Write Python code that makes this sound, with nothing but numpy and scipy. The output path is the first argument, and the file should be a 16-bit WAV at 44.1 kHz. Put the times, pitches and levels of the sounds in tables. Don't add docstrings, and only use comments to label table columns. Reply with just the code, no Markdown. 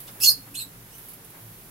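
import sys
import numpy as np
from scipy import signal
from scipy.fft import rfft, irfft, next_fast_len
from scipy.io import wavfile
from scipy.ndimage import uniform_filter1d, minimum_filter1d, map_coordinates

SR = 44100
rng = np.random.default_rng(int(sys.argv[2]) if len(sys.argv) > 2 else 0)


def wav_out(sig):
    wavfile.write(sys.argv[1], SR, np.round(np.clip(np.atleast_2d(sig).T, -1, 1) * 32767).astype(np.int16))


N = 74970
T = np.arange(N) / SR


def amp(db):
    return 10 ** (np.asarray(db) / 20)


def unit(x):
    return x / np.sqrt(np.mean(x ** 2) + 1e-20)


def along(points, hz):
    f, v = np.transpose(points)
    return np.interp(np.log(hz + 1), np.log(f + 1), v)


def curves(rows):
    s, *cols = np.transpose(rows)
    return [np.interp(T, s, c) for c in cols]


def swells(rows):
    return sum(amp(db) * np.exp(-((T - s) / half) ** 2) for s, half, db in rows)


def wobble(knots_per_s):
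    knots = rng.standard_normal(size=8192)
    return map_coordinates(knots, [T * knots_per_s], mode="wrap")


def filtered(x, response):
    m = next_fast_len(N + SR // 2)
    return irfft(rfft(x, m) * response(np.fft.rfftfreq(m, 1 / SR)), m)[..., :N]


def noise(colour):
    return unit(filtered(rng.standard_normal(N), lambda hz: amp(along(colour, hz))))


def lean(tilt, hz):
    g = amp(np.outer([.5, -.5], along(tilt, hz)))
    return g / np.sqrt(np.mean(g ** 2, axis=0))


# frequency in Hz, left-right correlation from 0 to 1.
LIKENESS = [(60, 0.99), (150, 0.92), (300, 0.81), (700, 0.64), (1300, 0), (4000, 0.026), (12000, 0)]
# frequency in Hz, left minus right in dB.
AIR_BALANCE = [(100, -0.5), (1200, 3.5), (4000, 1.5), (10000, -6.5), (15000, -1.5)]


def diffuse(colour):
    def mid_side_gains(hz):
        turn = np.arccos(np.clip(along(LIKENESS, hz), -1, 1)) / 2
        return amp(along(colour, hz)) * [np.cos(turn), np.sin(turn)]

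    mid, side = filtered(rng.standard_normal((2, N)), mid_side_gains)
    stereo = np.array([mid + side, mid - side])
    return unit(filtered(stereo, lambda hz: lean(AIR_BALANCE, hz)))


AIR_DB = -47.5
# frequency in Hz, relative level in dB.
AIR_COLOUR = [(15, -22), (25, -7.5), (46, -2), (70, -16), (120, -0.5), (184, -5), (235, -8.5), (437, -9.5),
              (542, -14), (1590, -15.5), (4450, -22), (8050, -21.5), (11700, -14), (15800, -20)]


def air():
    return amp(AIR_DB) * diffuse(AIR_COLOUR)


HISS_OFFSET_DB, HISS_WOBBLE_DB = 4, 0.3
# time in seconds, level in dB before HISS_OFFSET_DB.
HISS_LEVEL = [(0, -47), (.45, -53.5), (.75, -58.5), (.9, -56), (1.0, -49), (1.12, -48.5), (1.2, -63),
              (1.42, -51), (1.7, -54.5)]
# frequency in Hz, relative level in dB.
HISS_SPECTRUM = [(4000, -13), (8500, -14.5), (11500, 2.5), (13500, -3), (15800, -1)]


def hiss():
    level_db = curves(HISS_LEVEL)[0] + HISS_OFFSET_DB + HISS_WOBBLE_DB * wobble(56.3)
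    return amp(level_db) * diffuse(HISS_SPECTRUM)


DRONE_HZ, DRONE_SIGMA_HZ, DRONE_DB = 171.7, 11.6, -61.5


def drone():
    band = lambda hz: np.exp(-((hz - DRONE_HZ) / DRONE_SIGMA_HZ) ** 2 / 2)
    return amp(DRONE_DB) * unit(filtered(rng.standard_normal(N), band))


HUM_WANDER_SHARE = 0.03


def wavering_tone(hz):
    wandering_hz = hz * (1 + HUM_WANDER_SHARE * wobble(24.02))
    return unit(np.sin(2 * np.pi * np.cumsum(wandering_hz) / SR))


HUM_HZ = 112
# time in seconds, level in dB.
HUM_LEVEL = [(.12, -76), (.18, -54), (.9, -57), (1.05, -76), (1.38, -62), (1.46, -46.5), (1.55, -54.5),
             (1.7, -62)]


def low_hum():
    return amp(curves(HUM_LEVEL)[0]) * wavering_tone(HUM_HZ)


TICK_T60_S = 0.02
# start in seconds, level in dB.
CLAW_TICKS = [(.004, -30.5), (0.202, -21.5), (0.953, -38), (0.982, -34.5), (1.086, -31.5), (1.093, -38),
              (1.135, -35.5), (1.246, -34), (1.301, -36.5)]
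# frequency in Hz, relative level in dB.
TICK_SPECTRUM = [(300, -15), (2000, -12), (3500, -8.5), (7000, -17.5), (11000, 5), (14000, 1.5),
                 (16000, -7)]


def claw_ticks():
    envelope = sum((T >= s) * amp(db - 60 * np.abs(T - s) / TICK_T60_S) for s, db in CLAW_TICKS)
    return noise(TICK_SPECTRUM) * envelope


SCUFF_S, SCUFF_HALF_S, SCUFF_DB = 0.08, 0.0092, -43
# frequency in Hz, relative level in dB.
SCUFF_SPECTRUM = [(1000, -14), (2400, -13), (3200, -1), (6500, -7), (9000, -8), (15000, -19.5)]


def scuff():
    return noise(SCUFF_SPECTRUM) * swells([(SCUFF_S, SCUFF_HALF_S, SCUFF_DB)])


EARLY_DB, EARLY_T60_S, TAIL_DB, WALL_DELAY_S = 4.5, 0.099, -6.5, .0022
EVEN_HZ = 240
# frequency in Hz, T60 in seconds.
WALL_DECAY = [(300, 0.52), (4500, 0.23), (9000, 0.23), (15000, 0.2)]
# frequency in Hz, left minus right in dB.
MOUSE_BALANCE = [(2500, 1.5), (4400, -2.5), (8500, -3.5), (11000, -13), (14000, 2)]


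def aviary(x):
    hz, t, z = signal.stft(rng.standard_normal((2, SR // 2)), SR, nperseg=256)
    decay = amp(-60 * t / along(WALL_DECAY, hz)[:, None])
    tail = signal.istft(z * decay, SR, nperseg=256)[1]
    early = rng.standard_normal(tail.shape) * amp(-60 * T[:tail.shape[1]] / EARLY_T60_S)
    echo = amp(TAIL_DB) * tail / np.linalg.norm(tail[0])
    echo += amp(EARLY_DB) * early / np.linalg.norm(early[0])
    m = 2 * N
    f = np.fft.rfftfreq(m, 1 / SR)
    paths = 1 + rfft(echo, m) * np.exp(-2j * np.pi * f * WALL_DELAY_S)
    paths /= np.sqrt(uniform_filter1d(np.abs(paths) ** 2, int(EVEN_HZ / f[1]), axis=1))
    return irfft(rfft(x, m) * paths * lean(MOUSE_BALANCE, f), m)[:, :N]


# centre in seconds, half length in seconds, level in dB.
SHUFFLE_SWELLS = [(0.094, 0.016, -49.5), (0.205, 0.07, -53.5), (0.308, 0.033, -50), (0.48, 0.018, -51.5),
                  (1.367, 0.044, -52)]
# frequency in Hz, relative level in dB.
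SHUFFLE_SPECTRUM = [(100, -26), (320, -1), (800, -1.5), (2000, -3.5), (5000, -33), (15000, -34)]


def shuffles():
    return diffuse(SHUFFLE_SPECTRUM) * swells(SHUFFLE_SWELLS)


WAVER_KNOTS_PER_S = 521.6
JITTER_SHARE, JITTER_KNOTS_PER_S = 0.102, 1800
SMEAR_RADIANS, SMEAR_KNOTS_PER_S = 0.94, 418.8
FLUTTER_DB, FLUTTER_KNOTS_PER_S = 4, 258.5
WHISTLE_HZ = 3960
RASP_DB, EDGE_S = -1, 0.0024


def squeak(rows, throat, waver_share, low_rasp_db):
    pitch_hz, level_db, rough = curves(rows)
    rough = np.clip(rough, 0, 1)

    waver = waver_share * wobble(WAVER_KNOTS_PER_S)
    jitter = JITTER_SHARE * rough ** 2 * wobble(JITTER_KNOTS_PER_S)
    phase = 2 * np.pi * np.cumsum(pitch_hz * (1 + waver + jitter)) / SR

    orders = np.arange(1, 7)[:, None]
    drift = np.array([wobble(SMEAR_KNOTS_PER_S) for _ in orders])
    smear = SMEAR_RADIANS * np.sqrt(orders * rough) * drift
    audible = np.clip((SR / 2 - orders * pitch_hz) / pitch_hz - .5, 0, 1)
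    partials = (audible * np.sin(orders * phase + smear)).sum(0)
    tone = filtered(partials, lambda hz: amp(along(throat, hz)))
    tone /= np.sqrt(((audible * amp(along(throat, orders * pitch_hz))) ** 2).sum(0) / 2)

    rush = noise(throat)
    high = filtered(rush, lambda hz: hz > WHISTLE_HZ)
    low = filtered(rush, lambda hz: (hz > throat[0][0]) & (hz <= WHISTLE_HZ))
    rasp = amp(RASP_DB) * rough * (high + low * amp(low_rasp_db * (pitch_hz > WHISTLE_HZ)))

    gate = np.clip(np.minimum(T - rows[0][0], rows[-1][0] - T) / EDGE_S + .5, 0, 1)
    flutter_db = FLUTTER_DB * np.tanh(wobble(FLUTTER_KNOTS_PER_S))
    return gate * amp(level_db + flutter_db) * (np.sqrt(1 - rough ** 2) * tone + rasp)


# time in seconds, pitch in Hz, level in dB, roughness from 0 to 1.
LOUD_PATH = [(.205, 2560, -36, 0.2), (.213, 2653, -25.5, 0.27), (.223, 2698, -17.5, .3),
             (.232, 2699, -16, 0.54), (.241, 2723, -15.5, 0.79), (.244, 3403, -11.5, 0.75),
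             (.257, 3508, -21.5, 0.87), (.259, 4267, -10.5, 0.48), (.267, 4350, -16, 0.68),
             (.273, 4310, -7, 0.11), (.290, 4313, -11, 0.25), (.294, 5014, -13.5, 0.26),
             (.301, 4404, -21, 0.32), (.308, 4990, -16, .28), (.318, 4870, -33, 0.1)]
# frequency in Hz, relative level in dB.
WIDE_THROAT = [(2250, -28), (2600, -4.5), (3400, -8), (3850, -17.5), (4300, 6.5), (5400, -0.5), (7000, 5.5),
               (8100, -12), (9300, -2), (11500, 2), (14000, -1.5), (15400, -10)]


def loud_squeak():
    return squeak(LOUD_PATH, WIDE_THROAT, waver_share=0.0243, low_rasp_db=-38)


UPPER_HUM_HZ = 285
# centre in seconds, half length in seconds, level in dB.
UPPER_HUM_SWELLS = [(.24, 0.025, -53.5), (.39, 0.018, -49), (.52, 0.057, -54.5), (.67, 0.014, -51)]


def upper_hum():
    return swells(UPPER_HUM_SWELLS) * wavering_tone(UPPER_HUM_HZ)


# time in seconds, pitch in Hz, level in dB, roughness from 0 to 1.
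SOFT_PATH = [(.541, 2552, -39.5, 0.18), (.552, 2903, -33, 0.25), (.554, 3480, -27, .22),
             (.561, 3535, -45, 1), (.569, 4254, -34, 0.24), (.574, 4089, -30.5, 0.26),
             (.587, 4317, -31.5, 0.35), (.597, 4150, -35, 1), (.610, 3993, -33.5, 0.48),
             (.619, 3803, -29, 0.18), (.629, 4084, -40, 0.29), (.638, 3900, -45, 0.2)]
# time in seconds, pitch in Hz, level in dB, roughness.
UNDERTONE_PATH = [(.596, 2640, -34, 0.18), (0.6, 2640, -30.5, .15), (.606, 2750, -47, 0.42)]
# frequency in Hz, relative level in dB.
NARROW_THROAT = [(2000, -33), (2600, 3), (3200, -5.5), (4100, 7.5), (5800, -11.5), (7200, 3), (9500, 1),
                 (12000, 4.5), (14000, -15), (15500, -24)]


def soft_squeak():
    paths = (SOFT_PATH, UNDERTONE_PATH)
    return sum(squeak(rows, NARROW_THROAT, waver_share=0.0205, low_rasp_db=-2) for rows in paths)


# time in seconds, pitch in Hz, level in dB, roughness from 0 to 1.
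CHIRP_PATH = [(.905, 2580, -58, 0.53), (.95, 3020, -52, 0.31), (.985, 3020, -60, 0.66)]
# frequency in Hz, relative level in dB.
THIN_THROAT = [(2000, -19), (2900, 0), (6000, 3), (9000, 1), (14000, -4)]


def faint_chirp():
    return squeak(CHIRP_PATH, THIN_THROAT, waver_share=0.0138, low_rasp_db=0)


def scene():
    mouse = claw_ticks() + scuff() + loud_squeak() + soft_squeak() + faint_chirp()
    background = air() + hiss() + drone() + low_hum() + upper_hum()
    return aviary(mouse) + shuffles() + background


CEILING, LIMIT_SAMPLES, TOP_HZ = .86, 160, 15800


def record(dry):
    needed = CEILING / np.maximum(np.abs(dry).max(0), CEILING)
    held = minimum_filter1d(needed, size=LIMIT_SAMPLES)
    gain = uniform_filter1d(held, size=LIMIT_SAMPLES)
    return filtered(dry * gain, lambda hz: hz < TOP_HZ)


dry = scene()
out = record(dry)
wav_out(out)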